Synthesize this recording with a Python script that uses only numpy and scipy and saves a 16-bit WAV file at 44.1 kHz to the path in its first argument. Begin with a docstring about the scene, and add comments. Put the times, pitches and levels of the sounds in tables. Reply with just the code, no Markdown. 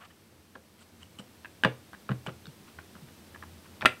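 """Fingers push the bubbles of a silicone pop toy on a table, in a quiet room with hiss and a low hum.
First skin rubs and soft presses squeak. At 1.6 s a dome buckles loudly: tiny snaps ring the air
in its cup, and the rubber thumps the table and bounces. Softer pops follow until 2.8 s, then
squeaks, rubs and faint thumps. At 3.8 s a last dome snaps and the toy knocks hard on the table."""
import sys
import numpy as np
from scipy import signal
from scipy.fft import rfft, irfft
from scipy.io import wavfile

SR = 44100
rng = np.random.default_rng(int(sys.argv[2]) if len(sys.argv) > 2 else 0)


def int16_out(signal):
    """Quantize to a 16-bit WAV file."""
    q = np.round(np.clip(np.atleast_2d(signal).T, -1, 1) * 32767)
    wavfile.write(sys.argv[1], SR, q.astype(np.int16))


N = 176400

# dome snaps: start_s, cup_hz, cup_db, overtone_hz, overtone_db, crack_db, flap_db
DOME_SNAPS = [(1.4469, 1690, -38, 2670, -48, -67, -43), (1.456, 1660, -38, 2630, -48, -66, -60),
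              (1.636, 1630, -16.5, 2900, -28.5, -30, -25), (1.6473, 1730, -18.5, 2880, -25, -30.5, -15.5),
              (2.091, 1290, -31, 2440, -48, -57, -33), (2.107, 1630, -42, 2880, -49, -58, -42),
              (2.1161, 1620, -35.5, 2980, -46, -64, -35), (2.264, 925, -39, 2270, -42.5, -57, -33.5),
              (2.2703, 1400, -56, 2980, -39.5, -48, -46), (2.2823, 1190, -47, 2900, -65, -62, -35.5),
              (2.289, 1300, -44, 2850, -62, -62, -44), (2.293, 1350, -42, 3000, -56, -61, -54),
              (2.4558, 1470, -47, 3780, -50, -56, -67), (2.468, 1430, -46.5, 4400, -51, -51, -66.5),
              (2.7869, 1750, -46.5, 2960, -57, -70, -36.5), (3.81, 1350, -41, 2950, -62, -42, -40),
              (3.818, 1420, -35, 2320, -38, -43, -49), (3.823, 1750, -29.5, 2430, -36, -50, -31)]
# rubber flap: freq_hz, density_db
FLAP_SPECTRUM = [(50, -35), (220, 2), (500, -6), (1000, 2), (1400, 3.5), (2200, -9), (3500, -14.5),
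                 (8000, -42)]
# rubber crack: freq_hz, density_db
CRACK_SPECTRUM = [(500, -36), (2200, -7), (3600, 6.5), (4700, -5), (5600, -4.5), (6300, -22), (8500, -17),
                  (11000, -27), (16000, -33)]
# firm presses: start_s, table_db, slap_db, slap_hz
TABLE_THUMPS = [(.323, -59.5, -49, 490), (1.19, -52, -33, 178), (1.634, -58, -26.5, 210),
                (1.648, -25.5, -19, 161), (1.6536, -48, -15, 432), (2.092, -25, -18, 136.5),
                (2.109, -43, -21.5, 177), (2.271, -38.5, -28, 154), (2.472, -53, -35.5, 142),
                (2.949, -61, -40, 165), (3.019, -55.5, -37, 127), (3.828, -35.5, -41, 476),
                (3.858, -46, -22, 249)]
# table resonances: freq_hz, level_db, t60_s
TABLE_MODES = [(124.7, -0.5, 0.25), (200, -2.5, 0.098), (303, -14, 0.24), (452, -12, 0.13),
               (610, -20, 0.035)]
# rubber sheet thud: freq_hz, density_db
THUD_SPECTRUM = [(60, -55), (160, 9.5), (300, -12), (480, 2), (750, -6), (1250, -12), (3000, -29),
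                 (6000, -50)]
# slack dome landings: start_s, level_db
DOME_BOUNCES = [(0.5632, -40), (1.2023, -39.5), (1.6567, -15.5), (2.2835, -32.5)]
# one hollow tap: freq_hz, density_db
BOUNCE_SPECTRUM = [(100, -17), (230, -4.5), (400, -2), (510, 5), (640, -4), (900, -8.5), (2500, -29),
                   (6000, -60)]
# toy on table: start_s, level_db, ring_share, lowpass_hz
TOY_KNOCKS = [(3.8506, -11, 0.22, 1420), (3.8574, 0.5, 0.37, 13000)]
# knock resonances: freq_hz, level_db, t60_s
KNOCK_RING_MODES = [(1225, -18, .05), (1380, -7, 0.037), (1712, -25, .05), (1812, -15, 0.053),
                    (2057, -25, 0.14), (2380, -30, 0.042), (2592, -16, 0.035), (3250, -33, 0.1),
                    (3490, -27, 0.045)]
# knock impact: freq_hz, density_db
BLOW_SPECTRUM = [(40, -35), (150, -18), (310, -8), (550, -9), (850, -14), (1300, -4), (2300, -5),
                 (3700, -5), (4400, -24), (8700, -31), (11000, -43), (16000, -40)]
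# grit and rattle after impact: freq_hz, density_db
RATTLE_SPECTRUM = [(80, -27), (320, 6.5), (600, 6), (900, -9.5), (1300, 4.5), (3500, 1), (4300, -8),
                   (5700, -18), (7200, -29), (8700, -9.5), (10700, -32), (13500, -17), (16000, -38)]
# soft presses: peak_s, length_s, pitch_hz, fall_oct_per_length, level_db, overtone_db
RUBBER_SQUEAKS = [(0.108, 0.02, 1794, -0.29, -58, -60.5), (0.556, 0.0083, 1660, 0.13, -39, -65),
                  (1.025, 0.014, 1380, -0.056, -57, -58), (1.0313, 0.0036, 1340, .03, -58, -40.5),
                  (1.1888, 0.0039, 1282, .03, -50, -39.5), (1.1964, 0.012, 1250, 0.014, -50, -45),
                  (1.933, 0.0056, 1600, .4, -41.5, -69), (1.941, 0.0092, 1576, 0.21, -44, -69),
                  (1.9486, 0.0048, 1630, -0.082, -43, -68), (2.954, 0.004, 1340, 0.15, -44.5, -54),
                  (2.966, 0.0064, 1420, 0.17, -51, -58), (3.3488, 0.0083, 1720, .03, -43.5, -59),
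                  (3.3605, 0.0085, 1710, -0.017, -44.5, -66), (3.427, 0.0064, 1780, .3, -38, -61),
                  (3.436, 0.011, 1045, 0.31, -42.5, -60)]
# finger strokes: start_s, length_s, level_db, lowpass_hz
SKIN_RUBS = [(-.03, 0.11, -53.5, 1620), (0.045, .018, -53.5, 5000), (0.784, 0.062, -58, 11000),
             (0.999, 0.038, -59, 5240), (1.18, 0.034, -54, 11000), (2.255, 0.028, -51, 9000),
             (2.664, 0.05, -57.5, 3040), (3.078, 0.022, -56.5, 1990), (3.64, 0.037, -57, 2000)]
# skin on silicone: freq_hz, density_db
RUB_SPECTRUM = [(300, -14), (1200, 5.5), (2200, 0), (2900, 6.5), (3600, -0.5), (6500, -7.5), (8200, 3),
                (9100, -6), (16000, -30)]
# room decay: freq_hz, t60_s
ROOM_DECAY = [(100, 0.26), (400, 0.1436), (1500, 0.2656), (3000, 0.19), (8000, 0.21), (16000, 0.23)]
# echo colour: freq_hz, gain_db
ECHO_SPECTRUM = [(100, -10), (450, 11), (1200, -3.5), (1650, -7), (2300, 5.5), (3500, -0.5), (8000, 0),
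                 (16000, -2.5)]
# background hiss: freq_hz, density_db
HISS_SPECTRUM = [(20, -17), (45, -25), (65, -12.5), (85, 4), (115, -8), (225, -2), (275, -10.5), (320, -5),
                 (380, -9.5), (700, -15.5), (1600, -19.5), (3500, -21.5), (6200, -24.5), (6900, -28),
                 (8000, -25), (10900, -28.5), (13000, -27), (14700, -31.5)]
# background swell: time_s, level_db
HISS_LEVELS = [(0, -58.5), (.6, -59), (1.3, -56), (2.4, -54.5), (3.2, -53.5), (4, -53)]


def snaps(rise_s=0.00039, choke_s=0.012, cup_gain_db=9, overtone_gain_db=11, crack_gain_db=9):
    """A dome buckles. Returns the air ringing in its cup, and the rubber's flap and crack."""
    cups, rubber, t = np.zeros(N), np.zeros(N), np.arange(SR // 10) / SR
    rise = 1 - np.exp(-(t / rise_s) ** 2)
    choke = np.exp(-(t / choke_s) ** 2)  # fingertip closes the cup
    for start_s, cup_hz, cup_db, overtone_hz, overtone_db, crack_db, flap_db in DOME_SNAPS:
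        tone = mode(t, cup_hz, cup_db + cup_gain_db, t60_s=0.013)
        overtone = mode(t, overtone_hz, overtone_db + overtone_gain_db, t60_s=0.014)
        add(cups, start_s, rise * choke * (tone + overtone))
        flap = amp(flap_db) * burst(FLAP_SPECTRUM, t, t60_s=0.043)
        crack = amp(crack_db + crack_gain_db) * burst(CRACK_SPECTRUM, t, t60_s=0.011)
        add(rubber, start_s, rise * (flap + crack))
    return cups, rubber


def slap(cycles, level_db, bend=0.59, bend_cycles=1.1, rise_cycles=0.84, t60_cycles=13.3):
    """Hollow note that starts sharp and sags as the rubber relaxes."""
    turns = cycles + bend * bend_cycles * (1 - np.exp(-cycles / bend_cycles))
    rise = 1 - np.exp(-(cycles / rise_cycles) ** 2)
    return amp(level_db - 60 * cycles / t60_cycles) * np.sin(2 * np.pi * turns) * rise


def thumps(rise_s=0.0017, thud_db=2.5, cutoff_ratio=2.65, highpass_hz=85):
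    """Rubber slaps down and rings the table; a higher slap wakes higher modes."""
    out, t = np.zeros(N), np.arange(SR // 2) / SR
    rise = 1 - np.exp(-t / rise_s)
    for start_s, table_db, slap_db, slap_hz in TABLE_THUMPS:
        thud = amp(thud_db) * burst(THUD_SPECTRUM, t, t60_s=0.076, norm_samples=2048)
        table = lowpass((ring(TABLE_MODES, t) + thud) * rise, cutoff_ratio * slap_hz)
        add(out, start_s, amp(table_db) * table + slap(t * slap_hz, slap_db))
    return signal.sosfilt(signal.butter(4, highpass_hz, "high", fs=SR, output="sos"), out)


def bounces(count=4, gap_s=0.0098, gap_spread=0.25, loss_db=4.5):
    """A slack dome bounces on the table: hollow taps, unevenly spaced, each weaker."""
    out, tap = np.zeros(N), click(BOUNCE_SPECTRUM)
    for start_s, level_db in DOME_BOUNCES:
        for k, jitter in enumerate(rng.uniform(-1.016, 1, count)):
            add(out, start_s, amp(level_db - k * loss_db) * tap)
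            start_s += gap_s * (1 + gap_spread * jitter)
    return out


def knocks(ring_s=0.081, blow_db=-1.5, rattle_db=-10.5, grit_db=-15.5):
    """The toy hits the table: a damped touch, then a hard blow that rings and rattles."""
    out, t = np.zeros(N), np.arange(SR // 4) / SR
    for start_s, level_db, ring_share, lowpass_hz in TOY_KNOCKS:
        rattle = amp(rattle_db) * burst(RATTLE_SPECTRUM, t, t60_s=0.036)
        grit = amp(grit_db) * burst(RATTLE_SPECTRUM, t, t60_s=0.015)
        damping = np.exp(-t / (ring_s * ring_share))
        hit = (ring(KNOCK_RING_MODES, t) + rattle + grit) * damping
        add(hit, 0, amp(blow_db) * click(BLOW_SPECTRUM))
        add(out, start_s, amp(level_db) * lowpass(hit, lowpass_hz))
    return out


def squeaks(overtone_hz=3004, overtone_fall_oct=0.1025, rise_share=0.67, grain_db=-3.5, rasp_db=-8):
    """Creeping rubber sings in the cup: two gliding tones, rubber grain and skin rasp."""
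    out, t = np.zeros(N), np.arange(-SR // 40, SR // 40) / SR
    for peak_s, length_s, pitch_hz, fall_oct, level_db, overtone_db in RUBBER_SQUEAKS:
        progress = np.clip(t / length_s, -1, 1)
        tone = glide(pitch_hz, -fall_oct * progress)
        overtone = glide(overtone_hz, -overtone_fall_oct * progress)
        grain = amp(grain_db) * unit(noise(FLAP_SPECTRUM, len(t)))
        rasp = amp(rasp_db) * unit(noise(RUB_SPECTRUM, len(t)))
        swell = np.exp(-(2 * t / length_s / np.where(t < 0, rise_share, 1)) ** 2)
        squeak = amp(level_db) * (tone + grain) + amp(overtone_db) * (overtone + rasp)
        add(out, peak_s + t[0], swell * squeak)
    return out


def rubs(slips_per_s=4000):
    """Tiny slips of skin on rubber swell and fade with each stroke."""
    out, n = np.zeros(N), SR // 4
    for start_s, length_s, level_db, lowpass_hz in SKIN_RUBS:
        slips = rng.standard_normal(n) * (rng.random(n) < slips_per_s / SR)
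        friction = unit(lowpass(colour(slips, RUB_SPECTRUM), lowpass_hz))[:int(length_s * SR)]
        swell = np.sin(np.linspace(0, np.pi, len(friction)))
        add(out, start_s, amp(level_db) * friction * swell)
    return out


def room_echoes(x, build_s=0.0017):
    """Diffuse small-room echoes; each band decays at its own rate."""
    hz, frame_s, bands = signal.stft(rng.standard_normal(SR // 2), SR, nperseg=256)
    decay = amp(-60 * frame_s / lookup(ROOM_DECAY, hz)[:, None])
    tail = signal.istft(bands * decay, SR, nperseg=256)[1]
    build = 1 - np.exp(-(np.arange(len(tail)) / SR / build_s) ** 2)
    tail = colour(tail * build, ECHO_SPECTRUM)
    return signal.fftconvolve(x, tail / np.linalg.norm(tail))[:N]


def room_tone(hum_hz=84.9, hum_width_hz=1.4, hum_vs_hiss_db=-11.5):
    """Soft hiss and a low wavering hum; both grow slowly."""
    hz = np.fft.rfftfreq(N, 1 / SR)
    hum = irfft(rfft(rng.standard_normal(N)) / (1 + ((hz - hum_hz) / hum_width_hz) ** 2), N)
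    hiss = noise(HISS_SPECTRUM, N)
    level = amp(np.interp(np.arange(N) / SR, *np.transpose(HISS_LEVELS)))
    return level * (unit(hiss) + amp(hum_vs_hiss_db) * unit(hum))


def amp(db):
    return 10 ** (np.asarray(db) / 20)


def unit(x):
    """Scale to rms 1."""
    return x / np.sqrt(np.mean(x ** 2) + 1e-20)


def lookup(table, hz):
    """Interpolate over log frequency."""
    freq_hz, value = np.transpose(table)
    return np.interp(np.log(hz + 1), np.log(freq_hz + 1), value)


def add(mix, start_s, sound):
    """Mix in place, cropped at both ends."""
    at = round(start_s * SR)
    sound = sound[max(-at, 0):]
    part = mix[max(at, 0):][:len(sound)]
    part += sound[:len(part)]


def lowpass(x, cutoff_hz):
    return signal.lfilter(*signal.butter(2, min(cutoff_hz, 0.45 * SR), fs=SR), x)


def colour(x, spectrum):
    return irfft(rfft(x) * amp(lookup(spectrum, np.fft.rfftfreq(len(x), 1 / SR))), len(x))


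def noise(spectrum, samples):
    return colour(rng.standard_normal(samples), spectrum)


def burst(spectrum, t, t60_s, norm_samples=256):
    """Coloured noise decaying from level 1."""
    x = noise(spectrum, len(t))
    return x / x[:norm_samples].std() * amp(-60 * t / t60_s)


def click(spectrum, size=4096):
    """Minimum-phase pulse, peak 1."""
    log_gain = np.log(amp(lookup(spectrum, abs(np.fft.fftfreq(size, 1 / SR)))))
    pulse = np.fft.ifft(np.exp(np.conj(signal.hilbert(log_gain)))).real[:size // 2]
    return pulse / abs(pulse).max()


def mode(t, freq_hz, level_db, t60_s):
    return amp(level_db - 60 * t / t60_s) * np.sin(2 * np.pi * freq_hz * t)


def ring(modes, t):
    return sum(mode(t, *row) for row in modes)


def glide(pitch_hz, shift_oct):
    return np.sin(2 * np.pi * np.cumsum(pitch_hz * 2 ** shift_oct) / SR)


def scene(cup_wet_db=-13, rubber_wet_db=-10, table_wet_db=-8.5, knock_wet_db=-11.5):
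    """Toy and table close by, room behind; mono."""
    cups, rubber = snaps()
    table, knock = thumps(), knocks()
    cups = cups + squeaks() + bounces()
    echoes = room_echoes(amp(cup_wet_db) * cups  # cups face the listener: least echo
                         + amp(rubber_wet_db) * rubber
                         + amp(table_wet_db) * table
                         + amp(knock_wet_db) * knock)
    return (cups + rubber + table + knock + rubs() + echoes + room_tone())[None]


def record(dry, cutoff_hz=15800):
    """Clip at full scale, then band-limit."""
    taps = signal.firwin(511, cutoff_hz, window=("kaiser", 9), fs=SR)
    return signal.oaconvolve(np.clip(dry, -1, 1), taps[None], "same")


dry = scene()
out = record(dry)
int16_out(out)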